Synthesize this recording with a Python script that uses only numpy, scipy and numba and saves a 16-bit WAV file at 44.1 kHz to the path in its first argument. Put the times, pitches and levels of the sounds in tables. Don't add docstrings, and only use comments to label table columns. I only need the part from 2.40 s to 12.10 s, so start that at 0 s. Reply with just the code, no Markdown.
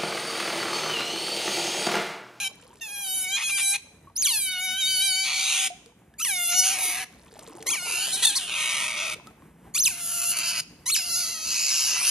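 import sys
import numpy as np
from scipy import signal
from scipy.fft import rfft, irfft, next_fast_len
from scipy.io import wavfile
from scipy.ndimage import uniform_filter1d, map_coordinates
from numba import njit

SR = 44100
rng = np.random.default_rng(int(sys.argv[2]) if len(sys.argv) > 2 else 0)


def transcribe(u):
    v = np.clip(np.atleast_2d(u).T, -1, 1)
    q = np.round(v * 32767).astype(np.int16)
    wavfile.write(sys.argv[1], SR, q)


N = 427769
T = np.arange(N) / SR
CUTOFF_HZ = 15800


def from_db(db):
    return 10 ** (np.asarray(db) / 20)


def rms_one(x):
    return x / np.sqrt(np.mean(x ** 2) + 1e-20)


def evened(x, span_s=0.017):
    size = max(int(span_s * SR), 8)
    power = uniform_filter1d(uniform_filter1d(x * x, size), size)
    return x / np.sqrt(np.abs(power) + 1e-12)


def in_time(rows):
    s, *columns = np.transpose(sorted(map(tuple, rows)))
    return [np.interp(T, s, c) for c in columns]


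def at_hz(points, hz):
    f, value = np.transpose(points)
    return np.interp(np.log(np.maximum(hz, 1)), np.log(f), value)


def gate(start, end, attack_s, release_s):
    return np.clip(np.minimum((T - start) / attack_s, (end - T) / release_s) + 1, 0, 1)


def swell(s, half_s, squareness=4):
    return np.exp(-np.minimum(np.abs(T - s) / half_s, 6) ** squareness)


def cut(x, hz, kind, order=2):
    sections = signal.butter(order, np.minimum(hz, SR / 2 - 1), kind, fs=SR, output="sos")
    return signal.sosfilt(sections, x)


def drift(rate):
    return rms_one(map_coordinates(rng.standard_normal(N // 10), [T * rate], order=2, mode="wrap"))


@njit
def two_pole(x, a1, a2):
    y = np.zeros(len(x))
    for i in range(2, len(x)):
        y[i] = (1 - a2) / 2 * (x[i] - x[i - 2]) + a1[i] * y[i - 1] - a2 * y[i - 2]
    return y


def resonate(x, hz, width_hz):
    r = np.exp(-np.pi * width_hz / SR)
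    return two_pole(x, 2 * r * np.cos(2 * np.pi * hz / SR) * np.ones(N), r * r)


def formant(x, modes, wander=0.012):
    return evened(sum(from_db(db) * resonate(x, hz * (1 + wander * drift(9)), width)
                      for hz, width, db in modes))


def folds(pitch, rough, quiver, jitter=0.16, shimmer_db=-1.0, graze_db=-11, rasp=0.54, puff_s=0.0011):
    wobble = 1 + 0.00347 * drift(110) + rough * 0.035 * drift(90) + quiver * drift(36)
    cycles = np.cumsum(pitch * wobble) / SR
    samples = np.arange(N)
    closures = np.interp(np.arange(1, int(cycles[-1])), cycles, samples)
    wild = np.interp(closures, samples, rough)
    period = SR / np.interp(closures, samples, pitch)
    slip, shimmer = rng.standard_normal((2, len(closures)))
    closures = np.clip(closures + jitter * wild ** 2 * slip * period, 10, N - 10)
    grazes = rng.random(len(closures)) < 0.7 * (wild - 0.2)
    force = from_db(shimmer_db * wild * np.minimum(shimmer, 1) + graze_db * grazes)
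    pulses = np.zeros(N)
    for tap in range(-8, 9):
        index = closures.astype(int) + tap
        offset = index - closures
        np.add.at(pulses, index, force * np.sinc(offset) * np.cos(offset * np.pi / 18) ** 2)
    puffs = signal.lfilter([1], [1, -np.exp(-1 / (puff_s * SR))], pulses)
    hiss = rasp * rough * evened(puffs * rng.standard_normal(N))
    return evened(pulses) + hiss, np.sqrt(2) * np.sin(2 * np.pi * cycles)


# centre and half-length in seconds, roughness from 0 to 1.
WAIL_RASPS = [(1.005, 0.04, 0.7), (1.102, 0.011, 0.6), (1.192, 0.018, 0.6), (1.353, 0.02, 0.5),
              (4.135, .025, .32), (4.39, .03, .95), (7.83, .03, .7)]


def roughness(fray_at, clear, frayed, squeal, squeal_rough, fray_s=0.047, break_rough=0.22, flip=0.443):
    rough = clear + (frayed - clear) * np.clip((T - fray_at) / fray_s + .5, 0, 1)
    rasps = [amount * swell(s, half_s) for s, half_s, amount in WAIL_RASPS]
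    rough = np.max([rough, break_rough * np.sqrt(after_break()), *rasps], axis=0)
    rough = np.clip(rough + (squeal_rough - rough) * squeal, 0, 1)
    return np.clip(rough + flip * rough * (1 - rough) * drift(24), 0, 1)


# time in seconds, second resonance in Hz and its level in dB, third resonance
# in Hz and its level in dB, fourth resonance in Hz, chest level in dB, nose level in dB (all relative).
THROAT_SHAPES = [(0.04, 3900, -2.5, 6600, -1.5, 9900, -18, -21),
                 (0.55, 3880, 13, 6800, 11.5, 10900, -5.5, 4),
                 (1.15, 4150, -9.5, 6950, -7.5, 9130, -15.5, -12),
                 (2.0, 4360, 2.5, 6250, -8, 9800, -16.5, -16), (2.25, 3600, 6.5, 6300, 3, 10960, -23, 1.5),
                 (2.65, 4240, 0.5, 6540, -9.5, 9300, -19, -16), (3.05, 4200, 5, 6300, 2, 8500, -12, -8.5),
                 (3.27, 3645, -10, 6900, -2.5, 8640, -13.5, -19.5),
                 (4.09, 3850, -7, 6760, -3, 10600, -8, -9), (4.19, 4530, -19, 6440, 5.5, 9350, -8.5, -13),
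                 (4.25, 4260, -37, 6700, 2.5, 9400, -10.5, -14),
                 (4.45, 4160, -5, 6500, 1.5, 10140, -5.5, -7),
                 (5.55, 4870, -7, 6980, -3.5, 9830, -19.5, -18),
                 (5.88, 4140, 3, 7300, -7.5, 9100, -20.5, -17), (6.4, 3820, -7.5, 6630, -6, 9000, -11, -11),
                 (7.7, 4670, -24, 7214, 11, 10490, -11, -3), (8.05, 5060, 4.5, 6750, 0, 9860, -15, -10.5),
                 (8.6, 5176, 5.5, 6700, -1, 10100, -20.5, -21.5), (8.72, 5040, 21, 6370, 15, 9850, -4, 6),
                 (8.98, 4640, 23, 6070, 23.5, 9800, -3, 6.5), (9.15, 5060, 4.5, 6320, 4, 10030, -22, -21.5),
                 (9.45, 5600, 5.5, 6800, 1.5, 9950, -24, -10), (9.62, 5060, -8, 6150, 1.5, 9500, -18, -14)]
# ratio to its centre frequency, width in Hz, relative level in dB.
FOURTH_MODES = [(1.001, 900, 0), (1.12, 1500, -1.5)]


def throat(source, airy, swing, jaw_hz, first_db, effort_db, bright_db, first_width_hz=370, treble_db=4):
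    second_hz, second_db, third_hz, third_db, fourth_hz, chest_db, nose_db = in_time(THROAT_SHAPES)
    open_db = 1.22 * (effort_db + 26)
    peak_and_shoulder = [(jaw_hz, first_width_hz, 0), (0.85 * jaw_hz, 4.5 * first_width_hz, -15)]
    first = from_db(first_db) * formant(source, peak_and_shoulder)
    second = from_db(second_db + open_db) * formant(source, [(second_hz, 940, 0)])
    third = from_db(third_db + open_db) * formant(airy, [(third_hz, 710, 0)])
    nose = from_db(nose_db) * formant(source, [(1330, 1300, 0)])
    mouth = first - second - third + nose
    valley_depth = np.clip((second_hz - 3970) / 900, 0, .9)
    mouth = mouth - valley_depth * resonate(mouth, hz=3386, width_hz=1300)
    hollow = resonate(mouth, 0.69 * jaw_hz, width_hz=330)
    core = evened(mouth - hollow + from_db(chest_db) * swing)
    fourth = formant(airy, [(ratio * fourth_hz, width, db) for ratio, width, db in FOURTH_MODES])
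    treble = np.minimum(from_db(bright_db), .92)
    return np.sqrt(1 - treble ** 2) * core - from_db(treble_db) * treble * fourth


# start, end and moment of fraying in seconds, roughness from 0 to 1 before and
WAIL_SPANS = [(0, 0.075, 0.014, 0.3, 0.15, .005), (0.419, 1.36, 1.2, 0.11, 0.15, .008),
              (1.878, 3.274, 2.85, 0.09, 0.72, .004), (3.853, 4.637, 4.23, .12, 0.7, .01),
              (5.335, 6, 5.48, .26, 0.62, .02), (6.01, 6.739, 6.4, 0.74, 0.78, .03),
              (7.48, 8.202, 7.92, .4, 0.79, .022), (8.56, 9.701, 9.04, 0.29, 0.78, .022)]
# time in seconds, pitch in Hz.
WAIL_PITCH = [
    [(0, 818), (.075, 775.5)],
    [(0.42, 907.2), (0.48, 832.4), (0.582, 821), (0.686, 755.6), (0.874, 751.4), (0.958, 803.6),
     (0.976, 844.6), (1.086, 826), (1.094, 795.2), (1.192, 788.6), (1.2, 820.5), (1.244, 785.4),
     (1.346, 797.8), (1.36, 839.2)],
    [(2.12, 746), (2.19, 726.1), (2.23, 749.5), (2.32, 738), (2.4, 793), (2.44, 739), (2.48, 767.3),
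     (2.58, 744), (2.65, 785.7), (2.73, 746.7), (2.83, 772), (3.28, 773.2)],
    [(3.85, 692.3), (4.07, 694.7), (4.3, 765.4), (4.635, 733)],
    [(5.35, 700.6), (5.75, 770.6), (5.97, 830.4), (6.09, 603.2), (6.74, 618.5)],
    [(7.57, 679.4), (7.66, 694.7), (8.205, 668.2)],
    [(8.62, 642.8), (8.65, 718.5), (8.73, 662.4), (8.76, 706), (8.87, 655.6), (8.92, 698), (8.95, 641.5),
     (9.02, 629), (9.7, 711.4)],
]
# time in seconds, effort in dB,
# first resonance in Hz, relative treble level in dB.
WAIL_COURSE = [
    [(0.42, -34, 2220, -10), (0.478, -40, 2710, -4), (0.744, -29.5, 2170, -1), (0.798, -30, 2480, 8),
     (0.864, -32.5, 2200, -8.5), (0.954, -25, 2640, -14.5), (1.0, -30.5, 2130, -14),
     (1.06, -27.5, 2800, -7.5), (1.118, -28, 2350, -5.5), (1.308, -25, 2480, -1), (1.355, -26, 2400, -9.5)],
    [(1.88, -24, 2450, -6), (1.914, -25, 2850, -4), (2.038, -29, 2330, 1), (2.154, -32, 2420, -13.5),
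     (2.25, -27.5, 2260, -7.5), (2.366, -30.5, 2660, -10.5), (2.428, -24, 2270, -14),
     (2.638, -23.5, 2630, -4.5), (2.912, -26.5, 2330, -17.5), (3.142, -24, 2400, -10.5),
     (3.27, -27, 2450, -5)],
    [(3.86, -29, 1840, -2), (3.888, -27.5, 2040, -1.5), (3.962, -29, 2130, -6.5), (4.074, -27, 2330, 0.5),
     (4.144, -23.5, 2220, -11), (4.2, -18.5, 2420, -7.5), (4.22, -25, 2320, -8), (4.272, -22, 2600, -5.5),
     (4.372, -31.5, 2160, -5.5), (4.442, -26, 2110, -1.5), (4.625, -33.5, 2030, -8)],
    [(5.35, -29.5, 2210, -9), (5.41, -36, 2600, -6), (5.506, -29.5, 2600, -5.5), (5.644, -27.5, 2900, -7),
     (5.7, -32, 3080, -4)],
    [(6.03, -33, 2880, -6), (6.066, -36.5, 2800, -7), (6.096, -30.5, 2750, -14.5), (6.208, -27, 2390, -10),
     (6.44, -28, 2380, -8.5), (6.552, -32.5, 2310, -13), (6.598, -28, 2480, -16), (6.73, -32, 2400, -10.5)],
    [(7.49, -31.5, 2550, -2), (7.568, -40, 2666, -3), (7.644, -32.5, 2800, -0.5), (7.852, -28, 2590, -3),
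     (7.91, -25.5, 2766, -0.5), (7.952, -33.5, 2380, -9), (7.978, -26.5, 2430, -2),
     (8.022, -29.5, 2470, -10.5), (8.092, -25.5, 2653, -7.5), (8.136, -31.5, 2522, -10),
     (8.195, -27, 2510, -7.5)],
    [(8.57, -24, 2680, -11), (8.6, -29, 2590, -8), (8.652, -33.5, 2714, -5), (8.76, -24.5, 2770, -6.5),
     (8.996, -35, 2573, -10), (9.106, -26.5, 2540, -12), (9.32, -23.5, 2600, -15.5),
     (9.478, -24.5, 2720, -7.5), (9.53, -24.5, 2640, -17), (9.618, -28.5, 2503, -3.5),
     (9.68, -22, 2675, -4.5)],
]


def wail(break_hz=1186.5, snarl_db=3, air_db=-17, level_db=0.5, throb_db=-0.36, fade_s=0.011):
    fray_at, clear, frayed, quiver = in_time(
        [(s, *settings) for start, end, *settings in WAIL_SPANS for s in (start, end)])
    opening = (WAIL_SPANS[0][1], -29.5, 2600, -9)
    effort_db, jaw_hz, bright_db = in_time([opening] + [row for rows in WAIL_COURSE for row in rows])
    held_hz, = in_time([row for rows in WAIL_PITCH for row in rows])
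    squeal, squeal_db, squeal_pitch, squeal_hz, squeal_rough = squeals()
    rough = roughness(fray_at, clear, frayed, squeal, squeal_rough)
    pitch = held_hz + (break_hz - held_hz) * after_break() + (squeal_pitch - held_hz) * squeal
    pulses, swing = folds(pitch, rough, quiver)
    source = ripples(pulses)
    airy = source + from_db(air_db) * rough * rng.standard_normal(N)
    jaw_hz = jaw_hz + (squeal_hz - jaw_hz) * squeal
    first_db = 0.5 * squeal + snarl_db * rough
    voice = throat(source, airy, swing, jaw_hz, first_db, effort_db, bright_db)
    gain = from_db(level_db + effort_db + squeal * squeal_db + throb_db * rough * drift(170))
    sounding = np.max([gate(start, end, fade_s, fade_s) for start, end, *_ in WAIL_SPANS], axis=0)
    return cut(voice, 620, "high", order=4) * gain * sounding


def bubble_cloud(per_s, low_hz, high_hz, sharpness, spread_db):
    born = rng.random(N) < per_s / SR
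    clicks = born * from_db(spread_db * np.minimum(rng.exponential(1, N), 4)) * rng.choice([-1, 1], N)
    size = rng.integers(0, 20, N)
    cloud = np.zeros(N)
    for k, hz in enumerate(np.geomspace(low_hz, high_hz, 20)):
        kicks = clicks * (size == k) + 1e-12 * (k + 1) * np.cos(T)
        cloud += resonate(kicks, hz, hz / sharpness) / hz ** 0.19
    return rms_one(cloud)


# frequency in Hz, relative spectral density in dB.
WASH_SPECTRUM = [(25, -44), (55, 1), (95, -4), (170, 1), (350, -5.5), (600, -16), (2200, -20.5),
                 (4500, -37), (11000, -27), (13500, -14)]
# time in seconds, relative level in dB.
WASH_LEVEL = [(0.0, -60.5), (3.21, -59.5), (7.05, -54), (9.32, -58)]
SLOSH_LEVEL = [(0, -54.5), (4.08, -65.5), (4.43, -44), (4.7, -58), (5.25, -38.5), (6.2, -55), (6.75, -51.5),
               (7.15, -57.5), (8.3, -64.5), (9.7, -49)]
SPRAY_LEVEL = [(0, -49.5), (3.6, -90.5), (5.1, -45.5), (6.9, -101), (9.7, -28)]


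def lapping(wash_db=4.5, gurgle_db=-5, spray_db=-6, width=0.088):
    size = next_fast_len(N)
    hz = np.fft.rfftfreq(size, 1 / SR)
    spectrum = rfft(rng.standard_normal((2, size))) * from_db(at_hz(WASH_SPECTRUM, hz)) * (hz > 20)
    mid, side = rms_one(irfft(spectrum, size)[:, :N])
    wash = from_db(wash_db + in_time(WASH_LEVEL)[0] + 2.0 * drift(22))
    slosh = from_db(gurgle_db + in_time(SLOSH_LEVEL)[0])
    spray = from_db(spray_db + in_time(SPRAY_LEVEL)[0])
    gurgle = slosh * bubble_cloud(300, low_hz=300, high_hz=1074, sharpness=14, spread_db=4.5)
    fizz = spray * bubble_cloud(900, low_hz=1000, high_hz=15000, sharpness=7, spread_db=4)
    return wash * mid + gurgle + fizz, width * wash * cut(side, 150, "high", order=1)


# start in seconds, relative level in dB, starting pitch in Hz.
BUBBLES = [(0.305, -45.5, 915), (1.672, -39.5, 1085), (3.302, -30, 696), (3.46, -47, 458),
           (3.739, -47, 1660), (4.359, -44, 724), (5.199, -39, 434), (6.871, -38, 1260),
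           (7.265, -47, 784.3)]


def plops(ring_cycles=22, rise=0.052, level_db=-1):
    out = np.zeros(N)
    for s, db, hz in BUBBLES:
        start = int(s * SR)
        age = T[:min(SR // 4, N - start)] * hz / ring_cycles
        envelope = from_db(db + level_db) * (1 - np.exp(-20 * age)) * np.exp(-1.6 * age)
        phase = 2 * np.pi * ring_cycles * (age + rise * age ** 2 / 2)
        out[start:start + len(age)] += envelope * np.sin(phase)
    return out


# start in seconds, relative level in dB.
DROPLETS = [(0.3563, -37), (3.46, -34), (3.739, -45.5), (4.992, -26), (5.0752, -31.5), (5.226, -22),
            (6.8708, -31)]


def drops(decay_s=0.0026, level_db=-7):
    hits = np.zeros(N)
    for s, db in DROPLETS:
        hits[int(s * SR)] = from_db(db + level_db)
    envelope = signal.lfilter([1], [1, -np.exp(-1 / (decay_s * SR))], hits + 1e-18)
    return cut(envelope * rng.standard_normal(N), 1500, "high")


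# start and end in seconds, frequency in Hz, level in dB.
LOW_HUMS = [(1.483, 2.84, 90.5, -62), (6.901, 8.293, 161.4, -57.5)]


def hums(fade_s=0.14, waver=.015):
    out = np.zeros(N)
    for start, end, hz, db in LOW_HUMS:
        phase = 2 * np.pi * np.cumsum(hz * (1 + waver * drift(2.6))) / SR
        out += from_db(db) * gate(start, end, fade_s, fade_s) * np.sin(phase)
    return out


# start, top, end and half-width of the pitch arch in seconds, foot and
# top pitch in Hz, first and last relative level in dB, settling time of the following wail in seconds.
YELP_ARCHES = [(1.765, 1.795, 1.873, .047, 3000, 6700, -33, -25, .054),
               (3.792, 3.835, 3.851, .027, 2600, 3050, -38, -29, .036),
               (5.27, 5.325, 5.344, .024, 2250, 3350, -30, -31, .018),
               (7.349, 7.419, 7.48, .033, 2500, 6500, -29, -25.5, .02),
               (8.466, 8.529, 8.565, .022, 2250, 4350, -31, -26, .02)]
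# start and end in seconds, relative amplitude of the subharmonics.
GRUFF_SPANS = [(1.824, 1.873, .12), (3.799, 3.82, .9), (5.269, 5.312, .6), (7.349, 7.378, .45),
               (8.459, 8.504, .5)]


def yelp_controls(scoop=.08, scoop_s=.012, gruff_sag=.05, pure_doubling=0.01, crack_s=0.0036):
    pitch, gain = np.zeros((2, N))
    for start, top, end, half_s, foot_hz, top_hz, first_db, last_db, _ in YELP_ARCHES:
        on = gate(start, end, attack_s=.012, release_s=0.0033)
        arch_hz = foot_hz + (top_hz - foot_hz) * swell(top, half_s, squareness=2.4)
        slack = np.exp(-np.clip(np.minimum(T - start, end - T) / scoop_s, -.35, 20))
        pitch += (on > 0) * arch_hz * (1 - scoop * slack)
        gain += on ** 2 * from_db(np.interp(T, [start, end], [first_db, last_db]))
    doubling = sum(share * gate(start, end, crack_s / 2, crack_s / 2) for start, end, share in GRUFF_SPANS)
    jumps = [s for start, end, _ in GRUFF_SPANS for s in (start, end)]
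    jumps += [end for _, _, end, *_ in YELP_ARCHES]
    crack = np.max([gate(s, s, crack_s, crack_s) for s in jumps], axis=0)
    return pitch * (1 - gruff_sag * (doubling > 0)), gain, pure_doubling + doubling, crack


def yelp(flutter=0.014, crack_flutter=0.082, hiss_db=-22, crack_hiss_db=-7, shake_db=1.5, level_db=6.0):
    # frequency in Hz, gain in dB.
    colour = [(900, -6.5), (1500, -9.5), (2400, 0.5), (3500, -0.5), (5000, -3),
              (6400, 9), (8000, -0.5), (10500, 8), (12500, 5.5), (15000, -13.5)]
    pitch, gain, doubling, crack = yelp_controls()
    live = gain > 0
    wobble = 1 + (flutter + crack_flutter * crack) * drift(700)
    phase = (2 * np.pi * np.cumsum(pitch * wobble) / SR)[live]
    tone = np.zeros(N)
    for ratio in np.arange(1, 25) / 2:
        hz = ratio * pitch[live]
        amplitude = from_db(at_hz(colour, hz)) * ratio ** -.4 * (hz < CUTOFF_HZ)
        share = doubling[live] if ratio % 1 else 1
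        tone[live] += amplitude * share * np.sin(ratio * phase + rng.uniform(0, 2 * np.pi))
    hiss = rms_one(cut(rng.standard_normal(N), [2500, 12000], "band"))
    hiss *= from_db(hiss_db) + from_db(crack_hiss_db) * crack
    whistle = evened(ripples(tone), span_s=0.0086) * from_db(shake_db * drift(250))
    return (whistle + hiss) * from_db(level_db) * gain


def after_break():
    return sum((T > start) * np.exp(-np.clip((T - end) / settle_s, 0, 30))
               for start, _, end, *_, settle_s in YELP_ARCHES)


# centre and half-length in seconds, gain in dB, pitch
# in Hz, first resonance in Hz, roughness from 0 to 1.
SQUEAL_BURSTS = [(5.744, 0.02, 6, 754.4, 4044, 0.34), (5.837, 0.014, 11.5, 995, 3240, 0.8),
                 (5.855, 0.0066, 18, 869.3, 3574, 0.4), (5.874, 0.009, 13, 884.6, 3520, 0.64),
                 (5.896, 0.0162, 8, 829.4, 3323, .4), (5.969, 0.016, 10, 1132, 4680, 0.56)]


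def squeals():
    humps = np.array([swell(s, half_s) for s, half_s, *_ in SQUEAL_BURSTS])
    total = humps.sum(axis=0)
    settings = np.array(SQUEAL_BURSTS)[:, 2:].T @ humps / (total + 1e-12)
    return np.minimum(total, 1), *settings


def ripples(x, delays_s=(.0007, .0031), gain=0.4, sway=0.2274):
    moving_s = [delay + sway * delays_s[0] * drift(4) for delay in delays_s]
    return x + sum(gain * map_coordinates(x, [(T - delay) * SR], order=3) for delay in moving_s)


def walls(x, echo_db=-21, tail_db=-22, dull_hz=7000, t60_s=0.67):
    t = T[:int(.7 * SR)]
    envelope = from_db(-60 * t / t60_s) * np.minimum(t / 0.004, 1)
    tail = cut(rng.standard_normal((2, len(t))), dull_hz, "low") * envelope
    response = from_db(tail_db) * tail / np.sqrt(np.sum(tail ** 2) / 2)
    for delay_s, gain in [(.0093, 0.42), (.0185, 0.99), (.031, 0.97)]:
        response[:, int(delay_s * SR)] += gain * from_db(echo_db)
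    return signal.fftconvolve(x[None], response, axes=1)[:, :N]


# frequency in Hz, lead of the left port in radians.
LEFT_LEAD = [(150, 0), (600, 0.8), (1400, 0.35), (2800, 0.35), (5600, -1.18), (9500, -1.43), (12500, -2.3)]


def ports(x):
    size = next_fast_len(N + 1000)
    lead = at_hz(LEFT_LEAD, np.fft.rfftfreq(size, 1 / SR))
    return irfft(rfft(x, size) * np.exp(.5j * lead * [[1], [-1]]), size)[:, :N]


def scene(glint=0.4):
    water, water_side = lapping()
    background = water + plops() + drops() + hums()
    voice = wail() + yelp()
    at_ports = np.array([ripples(voice, delays_s=[delay_s], gain=glint) for delay_s in (.0013, .0019)])
    reverberation = walls(cut(voice + background, 250, "high"))
    return ports(at_ports / np.hypot(1, glint) + background + reverberation) + water_side * [[1], [-1]]


def record(dry, edge_hz=12100):
    steep_edge = signal.cheby2(20, 60, CUTOFF_HZ + 300, fs=SR, output="sos")
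    return signal.sosfilt(steep_edge, cut(dry, edge_hz, "low", order=12))


dry = scene()
out = record(dry)
transcribe(out)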